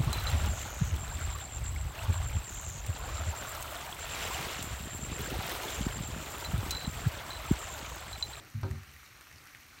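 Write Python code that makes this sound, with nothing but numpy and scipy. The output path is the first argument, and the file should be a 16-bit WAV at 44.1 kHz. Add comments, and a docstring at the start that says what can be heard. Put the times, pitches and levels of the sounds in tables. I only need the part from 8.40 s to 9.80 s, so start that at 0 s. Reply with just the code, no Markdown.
"""A soft sizzle: pasta and meat in sauce in a pan, heard from just above, over a low rumble. Tiny bubbles burst
and merge into hiss; bigger ones crackle, oil spits, a few pops stand out. Early on come dull thuds and a
ringing knock, then a second, softer knock, as of something bumping the stove. The thuds grow faint; the sizzle
goes on."""
import sys
import numpy as np
from scipy import signal
from scipy.fft import rfft, irfft
from scipy.io import wavfile
from scipy.ndimage import uniform_filter1d

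SR = 44100
rng = np.random.default_rng(int(sys.argv[2]) if len(sys.argv) > 2 else 0)


def waveform_to_disk(signal):
    """Save audio, clipped to [-1, 1], as 16-bit WAV at the path in sys.argv[1]."""
    frames = np.transpose(np.atleast_2d(signal))
    scaled = np.clip(frames, -1, 1) * 32767
    samples = np.round(scaled).astype(np.int16)
    wavfile.write(sys.argv[1], SR, samples)


N = 61739
T = np.arange(N) / SR
T_CLICK = T[:SR // 50]

# spectra of sizzle, oil spits, bubble-skin snap: f/Hz, relative level/dB
SIZZLE_SPECTRUM = [(100, -26), (500, -12), (950, -8.5), (1250, 0), (1700, -0.5), (2300, 1.5), (2650, -3),
                   (2950, -6.5), (3500, -8.5), (4200, -5.5), (5000, -10.5), (5900, -5.5), (7700, -13.5),
                   (9200, -12.5), (10500, -18), (11600, -15), (14000, -12), (15700, -17)]
SPIT_SPECTRUM = [(100, -42), (2000, -8), (6000, 3), (9000, -9), (10500, -2), (12000, 10), (14000, 1),
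                 (15700, 0)]
SNAP_SPECTRUM = [(100, -35), (700, -3), (1300, -2), (2400, 7.5), (3200, -10), (6000, -11), (9000, -2),
                 (10500, -14), (12000, -3), (15700, -6)]
# bubble size classes: lowest f/Hz, highest f/Hz, rate/(1/s), size spread/dB, level/dB
BUBBLE_CLASSES = [(1074, 3010, 500, 1.5, -64.5), (2940, 6950, 700, 2, -67), (7040, 15500, 580, 3.5, -72.5)]
# spectra of kitchen rumble, opening low ring: f/Hz, relative level/dB
RUMBLE_SPECTRUM = [(15, -29), (30, -2.5), (62, -0.5), (120, -4.5), (200, -14), (300, -12.5), (520, -20.5),
                   (900, -17.5), (2000, -66), (16000, -80)]
LOW_RING_SPECTRUM = [(30, -33), (70, -15), (100, 4.5), (170, -11), (300, -6), (500, -13.5), (770, -11),
                     (1200, -24), (16000, -83)]
# steady hum: f/Hz, level/dB
HUM_TONES = [(750.6, -79), (295.5, -80.5)]
# clear pops: t/s, ring level/dB, f/Hz, decay/s, snap level/dB
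CLEAR_POPS = [(0.0487, -52, 5140, 0.00031, -43), (0.1010, -48, 11200, 0.00034, -41.5),
              (0.2135, -47.5, 11000, .0003, -41), (0.3065, -42, 7500, 0.00015, -59),
              (0.3120, -33, 1830, 0.00058, -36), (0.4335, -40, 1990, 0.00038, -63),
              (0.5145, -58.5, 3960, 0.00049, -42), (0.5385, -43, 12700, 0.00034, -54),
              (0.5640, -45, 2000, 0.0014, -55), (0.6315, -44.5, 1320, 0.0013, -44),
              (0.662, -48, 3850, 0.0014, -54), (0.8105, -44, 1700, 0.00093, -37),
              (0.816, -51, 1400, 0.0014, -53), (0.8704, -43, 1500, 0.00052, -54),
              (0.9140, -40.5, 2120, 0.00085, -49), (0.9270, -45.5, 5660, 0.00037, -56),
              (0.9595, -46, 5340, 0.00054, -64), (0.9835, -44.5, 4660, 0.0012, -65),
              (1.0555, -61, 11100, 0.00015, -37.5), (1.0655, -44.5, 1434, 0.0021, -49),
              (1.0715, -41.5, 5500, 0.00041, -40.5), (1.1487, -35, 1940, .0006, -50),
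              (1.1563, -52, 1750, 0.00038, -58), (1.1685, -67, 1980, 0.00048, -43),
              (1.33, -47.5, 1400, 0.0016, -52), (1.3430, -54, 11900, 0.00014, -57),
              (1.3880, -43.5, 4000, 0.00067, -66)]
# dull blows: t/s, level/dB, f/Hz, time to peak/s, relative boom level/dB
BLOWS = [(0.141, -30.5, 103.9, 0.022, 4), (0.223, -26.5, 97.5, .019, 0), (0.3043, -26, 81, 0.008, 0),
         (0.345, -36, 88.5, 0.02, -7.5), (0.409, -43, 86.5, 0.011, 0), (0.468, -47.5, 75.7, 0.013, 0.5),
         (0.531, -52.5, 73, 0.024, -17), (0.601, -51, 66.7, 0.015, -9), (0.691, -65, 123, 0.036, -2),
         (0.922, -53, 78, 0.016, 4), (1.15, -58, 110, 0.0096, 0), (1.346, -60, 69.6, 0.016, 5)]
# modes rung by the thuds, panel modes rung by the knock: f/Hz, relative level/dB, t60/s
BOOM_MODES = [(137.9, -8.5, 0.38), (225.4, -12.5, 0.27), (185, -26.5, 0.28), (61.4, -14, 0.3)]
PANEL_MODES = [(279, 5.5, 0.2), (317, 4.5, 0.17), (381.4, 3.5, 0.33), (526.5, 2, 0.15), (589, 0, .09),
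               (680, -16, 0.38), (775.8, -16, 0.59), (925, -9, 0.34), (960, -6.5, 0.17), (1100, -13, 0.11),
               (1239, -11.5, 0.21), (1274, -7.5, 0.13), (1400, -7, 0.16), (1556, -12.5, 0.1),
               (1557, -7, 0.18), (2370, -5.5, 0.065)]
# knock and a second, smaller knock: t/s, strength/dB, contact hardness/dB
CONTACTS = [(0.231, 1.5, 4), (0.33, -17, -21)]
# spectra of the knock's clack and rattle: f/Hz, relative level/dB
CLACK_SPECTRUM = [(100, 14.5), (300, 1), (600, -11), (780, 7), (1050, -7), (1600, -24), (1900, -11),
                  (2400, 5.5), (3000, -28), (4200, -12), (5800, -7.5), (8000, -37), (16000, -38)]
RATTLE_SPECTRUM = [(100, -11), (300, -3.5), (700, -9.5), (1100, -7), (1600, -9), (1900, -31), (4200, -17.5),
                   (8000, -74), (16000, -53)]

SNAP_DECAY_S = 0.00052
MAX_SPREADS = 4.5  # cap on random click size


def amp(db):
    """dB to gain."""
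    return 10 ** (np.asarray(db) / 20)


def unit_rms(x):
    """Scale to rms 1."""
    return x / np.sqrt(np.mean(x ** 2) + 1e-20)


def coloured(x, spectrum):
    """Filter x by a spectrum table; rms 1."""
    hz, db = np.transpose(spectrum)
    bins_hz = np.fft.rfftfreq(2 * N, 1 / SR)
    gain = amp(np.interp(np.log(bins_hz + 1), np.log(hz), db))
    return unit_rms(irfft(rfft(x, 2 * N) * gain)[:N])


def noise(spectrum):
    """Coloured noise, rms 1."""
    return coloured(rng.standard_normal(N), spectrum)


def drift(samples):
    """Twice-smoothed noise, rms 1."""
    return unit_rms(uniform_filter1d(uniform_filter1d(rng.standard_normal(N), samples), samples))


def decay(t60_s, t=T):
    """Fall of 60 dB per t60_s."""
    return np.exp(-np.log(1000) * t / t60_s)


def rise(tau_s, t=T):
    """Exponential rise from 0 to 1."""
    return 1 - np.exp(-t / tau_s)


def tone(hz):
    """Sine, random phase."""
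    return np.sin(2 * np.pi * (hz * T + rng.random()))


def pop_envelope(decay_s, t=T):
    """Fast rise, exponential fall."""
    return rise(0.29 * decay_s, t) * np.exp(-t / decay_s)


def add(mix, start_s, sound):
    """Mix sound in at start_s."""
    part = mix[round(start_s * SR):][:len(sound)]
    part += sound[:len(part)]


def hiss(level_db=-58, patch_db=1.5, flutter_db=0.44):
    """Countless tiny bubbles merge into a patchy, fluttering hiss."""
    cells = signal.stft(rng.standard_normal(N), nperseg=256)[2]
    patches = uniform_filter1d(rng.standard_normal(cells.shape), size=7, axis=0)
    patches = unit_rms(uniform_filter1d(patches, size=6, axis=1))
    wash = signal.istft(cells * amp(patch_db * patches))[1][:N]
    flutter = amp(flutter_db * drift(samples=400))
    return amp(level_db) * coloured(wash * flutter, SIZZLE_SPECTRUM)


def bubble(hz, decay_s, roughness=0.28):
    """One bubble bursts: a very short, rough ring, peak 1."""
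    band = signal.butter(1, np.clip([hz / 2, hz * 2], 100, SR * 0.45), "band", fs=SR)
    grit = unit_rms(signal.lfilter(*band, rng.standard_normal(len(T_CLICK))))
    ring = pop_envelope(decay_s, T_CLICK) * (np.sin(2 * np.pi * hz * T_CLICK) + roughness * grit)
    return ring / abs(ring).max()


def crackle(pitches=14, decay_cycles=1.64):
    """Bubbles burst at random: big ones in the sauce, fine ones in the oil."""
    out = np.zeros(N)
    for low_hz, high_hz, per_s, spread_db, db in BUBBLE_CLASSES:
        sizes = amp(spread_db * np.minimum(rng.exponential(1, N), MAX_SPREADS))
        clicks = sizes * (rng.random(N) < per_s / SR) * rng.choice([-1, 1], N)
        pitch_index = rng.integers(0, pitches, N)
        layer = np.zeros(N)
        for k, hz in enumerate(np.geomspace(low_hz, high_hz, pitches)):
            layer += signal.oaconvolve(clicks * (pitch_index == k), bubble(hz, decay_cycles / hz))[:N]
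        out += amp(db) * coloured(layer, SIZZLE_SPECTRUM)
    return out


def spits(level_db=-71, per_s=340, spread_db=3, clump_db=3.5, shapes=12):
    """Oil spits tiny wideband clicks; their level drifts in loose clumps."""
    sizes_db = spread_db * np.minimum(rng.exponential(1, N), MAX_SPREADS)
    sizes_db += clump_db * drift(samples=600)
    clicks = amp(sizes_db) * (rng.random(N) < per_s / SR)
    shape_index = rng.integers(0, shapes, N)
    spray = np.zeros(N)
    for k in range(shapes):
        spit = rng.standard_normal(len(T_CLICK)) * np.exp(-T_CLICK / SNAP_DECAY_S)
        spray += signal.oaconvolve(clicks * (shape_index == k), spit)[:N]
    return amp(level_db) * coloured(spray, SPIT_SPECTRUM)


def background(rumble_db=-62, swell_db=1, ring_db=-56, fade_s=0.1):
    """Uneven kitchen rumble, faint hum, and a low ring that dies away at the start."""
    rumble = amp(rumble_db + swell_db * drift(samples=3000)) * noise(RUMBLE_SPECTRUM)
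    hum = sum(amp(db) * unit_rms(tone(hz)) for hz, db in HUM_TONES)
    low_ring = amp(ring_db) * np.exp(-(T / fade_s) ** 2) * noise(LOW_RING_SPECTRUM)
    return rumble + hum + low_ring


def pops():
    """The few bubbles that stand out: the skin snaps, the cavity rings."""
    out = np.zeros(N)
    for start_s, ring_db, hz, decay_s, snap_db in CLEAR_POPS:
        add(out, start_s, amp(ring_db) * bubble(hz, decay_s))
        add(out, start_s, amp(snap_db) * pop_envelope(SNAP_DECAY_S) * noise(SNAP_SPECTRUM))
    return out


def thuds(boom_rise_s=0.014, sharpness=1.74):
    """Soft blows swell and fade in a few cycles and leave a low boom."""
    out = np.zeros(N)
    modes = sum(amp(db) * decay(t60_s) * np.sin(2 * np.pi * hz * T) for hz, db, t60_s in BOOM_MODES)
    boom = rise(boom_rise_s) * modes
    for start_s, db, hz, peak_s, boom_db in BLOWS:
        envelope = (T / peak_s * np.exp(1 - T / peak_s)) ** sharpness
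        push = -envelope * np.sin(2 * np.pi * hz * T)
        add(out, start_s, amp(db) * (push + amp(boom_db) * boom))
    return out


def knock(ring_db=-41, clack_db=-40.5, rattle_db=-46.5, rise_cycles=7.8, hold_s=0.0029):
    """Hard contacts clack, rattle briefly and ring the panels; low modes swell later."""
    out = np.zeros(N)
    clack_envelope = rise(tau_s=0.0015) * decay(t60_s=0.013, t=np.maximum(T - hold_s, 0))
    for start_s, strength_db, hardness_db in CONTACTS:
        ring = sum(amp(ring_db + db) * rise(rise_cycles / hz) * decay(t60_s) * tone(hz)
                   for hz, db, t60_s in PANEL_MODES)
        clack = amp(clack_db + hardness_db) * clack_envelope * noise(CLACK_SPECTRUM)
        rattle = amp(rattle_db) * decay(t60_s=0.34) * noise(RATTLE_SPECTRUM)
        add(out, start_s, amp(strength_db) * (ring + clack + rattle))
    return out


def reverb(x, tail_db=-6.5, t60_s=0.22):
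    """Pan wall and room add a short diffuse tail."""
    tail = rng.standard_normal(N) * decay(t60_s)
    return x + amp(tail_db) * signal.fftconvolve(x, tail / np.linalg.norm(tail))[:N]


def scene():
    """Sizzle, bumps and background; mono."""
    sizzle = hiss() + reverb(crackle() + spits() + pops())
    return (sizzle + thuds() + knock() + background())[None]


def record(dry):
    """Low cut and band limit."""
    low_cut_hz, top_hz = 55, 15750
    highpass = signal.butter(2, low_cut_hz, "high", fs=SR, output="sos")
    lowpass = signal.firwin(701, top_hz, window=("kaiser", 9), fs=SR)
    return signal.oaconvolve(signal.sosfilt(highpass, dry), lowpass[None], "same")


dry = scene()
out = record(dry)
waveform_to_disk(out)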